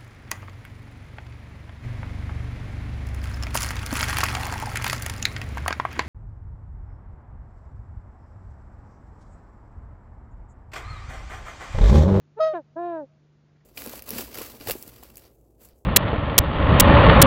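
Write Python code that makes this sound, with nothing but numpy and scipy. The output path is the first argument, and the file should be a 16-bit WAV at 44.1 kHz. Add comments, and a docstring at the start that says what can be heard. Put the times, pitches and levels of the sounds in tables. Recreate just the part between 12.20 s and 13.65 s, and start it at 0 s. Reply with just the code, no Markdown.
"""A loon's hoot starts low, breaks into a loud, slightly raspy high register and drops back.
A second hoot follows as a soft low arch. Both are syrinx harmonics shaped by the throat.
The bird is on its nest by a lake on a still night: the shores return faint echoes,
something rustles softly nearby, and a distant machine hums under the quiet air."""
import sys
import numpy as np
from scipy import signal
from scipy.fft import rfft, irfft
from scipy.io import wavfile

SR = 44100
rng = np.random.default_rng(int(sys.argv[2]) if len(sys.argv) > 2 else 0)


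def wrap_up_sound(samples):
    """Save the sound to the file named by the first command line argument, as 16-bit audio."""
    columns = np.atleast_2d(samples).T
    # keep every value between -1 and 1, then stretch to whole-number steps
    tamed = np.clip(columns, -1, 1)
    steps = np.round(tamed * 32767).astype(np.int16)
    wavfile.write(sys.argv[1], SR, steps)


N = 63945
TIME = np.arange(N) / SR
CUTOFF_HZ = 7200

# High middle of the first hoot.
# Each row: time in seconds, pitch in Hz, level in dB, brightness in dB per octave, treble in dB.
CRY = [(.192, 588.7, -36.5, -3, -3.5), (.199, 625.5, -22.5, -6.5, -13), (0.205, 637, -17.5, -0.1, -4),
       (.216, 630.9, -17, 1, -3.5), (0.235, 638.6, -17, 0, -1), (0.247, 632.8, -19, 1, -5.5),
       (.272, 639.4, -19.5, 0, -6.5), (0.284, 630.3, -22, -0.65, 0), (0.304, 628.4, -22, -4.5, 3),
       (0.333, 611.6, -27.5, -2, -8.5), (0.341, 594, -37.5, -0.5, -22)]


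def loon():
    """The voice flips into the high register, drops back with brief roughness, then hoots again low."""
    # Harmonic strength per register. Each row: frequency in Hz, level in dB.
    low_register = [(250, -3), (350, -2), (520, 6), (690, 1.5), (930, -6), (1040, -10), (1140, -20.5),
                    (1270, -20), (1400, -26), (1760, -31.5), (2080, -40.5), (2450, -34.5), (3400, -47.5),
                    (3800, -38.5), (4350, -54), (4900, -64.5), (6400, -60.5), (7300, -70)]
    high_register = [(630, 2), (1270, -12.5), (1900, -32), (2540, -33.5), (3170, -31), (3800, -27),
                     (4440, -32), (5070, -32.5), (5700, -64), (6340, -38), (7000, -54)]
    # Low start and fall of the first hoot, then the second hoot. Columns as in CRY.
    start = [(.163, 430, -59.5, -8.5, -7), (.176, 439, -38.5, 0, -5), (.187, 443, -35.5, 2.9, -4),
             (.194, 495, -37.5, 2.5, 4), (.200, 520, -50.5, -8.5, -7)]
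    fall = [(0.331, 389.6, -52, -1, -3), (0.339, 381, -29.5, -0.5, -6.5), (0.352, 352.8, -28.5, 3.5, -4.5),
            (0.374, 337, -32, 3.5, -5.5), (0.397, 302.3, -36.5, -4, -1.5), (0.41, 280, -46.5, -11, -6.5),
            (0.423, 253, -72.5, 0, -5)]
    second_hoot = [(0.554, 315, -80, -18, -6), (0.559, 304.6, -45, -11.5, -5.5),
                   (0.567, 323.1, -32, -0.5, -13.5), (.594, 344.6, -29.5, -0.65, -6.5),
                   (.657, 350.2, -28.5, -2, 5), (0.701, 344.3, -29.5, -2.1, 4),
                   (0.752, 327.6, -31, -0.1, -4.5), (0.779, 315, -33.5, 0, -5),
                   (0.799, 307, -34, -1.5, -17.5), (0.821, 288, -37, -6, -11),
                   (0.841, 269, -38.5, -20, -22.5), (0.863, 254.6, -64.5, -20, -3)]
    # Noise at the register break. Each row: frequency in Hz, level in dB.
    break_colour = [(100, -12.5), (400, -3), (1400, -10), (2200, 3), (3100, -1), (4200, -28), (5000, -37),
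                    (7000, -45)]
    cry, phase = hoot(CRY, high_register, shimmer_db_per_octave=.73, harmonics=11)
    low = sum(hoot(curve, low_register, shimmer_db_per_octave=.55, harmonics=20)[0]
              for curve in (start, fall, second_hoot))
    raspy_cry = cry + rasp(phase)
    register_break = swell(centre_s=.341, sigma_s=.007, db=-56.5) * noise(break_colour)
    return raspy_cry + register_break + low


def hoot(curve, register, shimmer_db_per_octave, harmonics):
    """Syrinx harmonics lifted by the throat, plus pulsed airflow. Returns sound and phase."""
    # Throat resonance, rising as the cry opens, then settling. Each row: time in seconds, centre in Hz.
    throat = [(.21, 1533), (.245, 1716), (.30, 1767), (.35, 1628)]
    # Airflow turbulence. Each row: frequency in Hz, level in dB.
    airflow_colour = [(80, -25.5), (250, -11), (650, 0), (1600, -6.5), (2400, -22), (4000, -23),
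                      (7000, -36)]
    throat_peak_db, throat_sigma_hz = 13.5, 190
    tilt_from_hz, treble_ramp_hz = 468, (1850, 2700)
    jitter, airflow_db = .0018, -40.5
    times_s, pitches_hz, levels_db, brightnesses, trebles_db = np.transpose(curve)
    pitch_hz = np.interp(TIME, times_s, pitches_hz) * (1 + jitter * drift(rate_hz=50))
    brightness = np.interp(TIME, times_s, brightnesses)
    treble_db = np.interp(TIME, times_s, trebles_db)
    throat_hz = np.interp(TIME, *np.transpose(throat))
    phase = 2 * np.pi * np.cumsum(pitch_hz) / SR
    voice = from_db(airflow_db) * noise(airflow_colour) * (1 + np.cos(phase))
    for k in range(1, harmonics + 1):
        hz = k * pitch_hz
        octaves = np.log2(np.maximum(hz / tilt_from_hz, 1))
        tilt_db = (brightness + shimmer_db_per_octave * drift(rate_hz=35)) * octaves
        shelf_db = treble_db * np.interp(hz, treble_ramp_hz, [0, 1])
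        throat_db = throat_peak_db * np.exp(-.5 * ((hz - throat_hz) / throat_sigma_hz) ** 2)
        gain = from_db(at_hz(register, hz) + throat_db + tilt_db + shelf_db)
        voice += gain * np.cos(k * phase) * (hz < CUTOFF_HZ)
    return voice * level_curve(times_s, levels_db), phase


def rasp(phase):
    """The pushed high register roughens: a turbulent puff each cycle, half-harmonics from unequal cycles."""
    # Rasp envelope. Each row: time in seconds, level in dB.
    envelope = [(.198, -77.5), (.216, -57.5), (.234, -54.5), (.247, -51.5), (.258, -56), (.277, -52),
                (.292, -66.5), (.325, -68), (.345, -76.5)]
    # Rasp spectrum. Each row: frequency in Hz, level in dB.
    colour = [(100, -42.5), (300, -3), (700, -1), (1600, 0), (2200, -21), (3200, -6), (4000, -11.5),
              (4700, -18), (5300, -6), (5900, -24), (6400, -14.5), (7200, -31)]
    puffs = noise(colour) * rms_one(1 + np.cos(phase))
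    pitch_hz = np.median(np.array(CRY)[:, 1])
    half_harmonics = sum(from_db(at_hz(colour, k * pitch_hz)) * drift(rate_hz=35) * np.cos(k * phase)
                         for k in np.arange(1, 11) + .5)
    return level_curve(*np.transpose(envelope)) * (puffs + from_db(-.5) * rms_one(half_harmonics))


def lake(voice):
    """Scatter from the near bank and late shore echoes smeared by trees, all dulled."""
    # Shore echoes. Each row: delay in seconds, gain in dB before the low-pass.
    echoes = [(.275, -55), (.685, -51)]
    lowpass_hz = 910
    shores = sum(from_db(db) * np.interp(TIME - delay_s, TIME, voice, left=0) for delay_s, db in echoes)
    bank = from_db(-52.5) * scatter(voice, t60_s=.8)
    trees = from_db(-14) * scatter(shores, t60_s=.99)
    return signal.sosfilt(signal.butter(1, lowpass_hz, fs=SR, output="sos"), bank + shores + trees)


def scatter(x, t60_s):
    """A diffuse reflection that dies away."""
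    tail = rng.standard_normal(N) * from_db(-60 * TIME / t60_s)
    return signal.fftconvolve(x, tail / np.sqrt(np.sum(tail ** 2)))[:N]


def rustles():
    """Soft, brief swells of noise near the nest."""
    # Each row: centre in seconds, Gaussian sigma in seconds, peak level in dB.
    swells = [(1.29, 0.026, -75.5), (1.363, 0.0087, -67.5), (1.413, 0.0075, -67)]
    # Rustle spectrum. Each row: frequency in Hz, level in dB.
    colour = [(300, 8.5), (650, -2), (1000, -6), (1600, 1.5), (2100, 3.5), (2700, -14.5), (5000, -20.5)]
    return sum(swell(*row) for row in swells) * noise(colour)


def machine_hum():
    """Wavering multiples of a distant machine's turning rate."""
    # Hum lines. Each row: multiple of the turning rate, rms level in dB.
    orders = [(4, -77), (5, -75), (6, -60.5), (8, -79), (9, -81)]
    turning_hz, waver_db = 24.74, .5
    hum = np.zeros(N)
    for k, db in orders:
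        amplitude = np.sqrt(2) * from_db(db + waver_db * drift(rate_hz=6))
        hum += amplitude * np.sin(2 * np.pi * (k * turning_hz * TIME + rng.random()))
    return hum


def night_air():
    """Quiet, steady noise, mostly low."""
    # Air spectrum. Each row: frequency in Hz, level in dB.
    colour = [(20, -17.5), (55, -2), (85, 1.5), (140, -2), (250, -1), (400, -5), (700, -13), (1200, -16.5),
              (2500, -22), (5000, -27.5), (6800, -30), (7500, -40.5)]
    return from_db(-66) * noise(colour)


def from_db(db):
    """Decibels to gain."""
    return 10 ** (np.asarray(db) / 20)


def rms_one(x):
    """Scale to unit power."""
    return x / np.sqrt(np.mean(x ** 2) + 1e-20)


def at_hz(spectrum, hz):
    """Level in dB, interpolated over log frequency."""
    points_hz, db = np.transpose(spectrum)
    return np.interp(np.log(np.maximum(hz, 1)), np.log(points_hz), db)


def level_curve(times_s, db, fade_s=.004):
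    """Gain through time, fading to silence at both ends."""
    inside = np.clip(np.minimum(TIME - times_s[0], times_s[-1] - TIME) / fade_s + .5, 0, 1)
    return from_db(np.interp(TIME, times_s, db)) * np.sin(np.pi / 2 * inside) ** 2


def swell(centre_s, sigma_s, db):
    """Bell-shaped rise and fall in gain."""
    return from_db(db) * np.exp(-.5 * ((TIME - centre_s) / sigma_s) ** 2)


def drift(rate_hz):
    """Random wander, mostly below rate_hz, rms 1."""
    hz = np.fft.rfftfreq(N, 1 / SR)
    return rms_one(irfft(rfft(rng.standard_normal(N)) / (1 + (hz / rate_hz) ** 2), N))


def noise(colour):
    """Noise of a given spectrum, rms 1."""
    hz = np.fft.rfftfreq(N, 1 / SR)
    return rms_one(irfft(rfft(rng.standard_normal(N)) * from_db(at_hz(colour, hz)), N))


def scene():
    """The bird close by, its echoes and the night, in mono."""
    voice = loon()
    return (voice + lake(voice) + machine_hum() + night_air() + rustles())[None]


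def record(dry):
    """Steep low-pass at CUTOFF_HZ."""
    return signal.sosfilt(signal.ellip(10, .1, 80, CUTOFF_HZ, fs=SR, output="sos"), dry)


dry = scene()
out = record(dry)
wrap_up_sound(out)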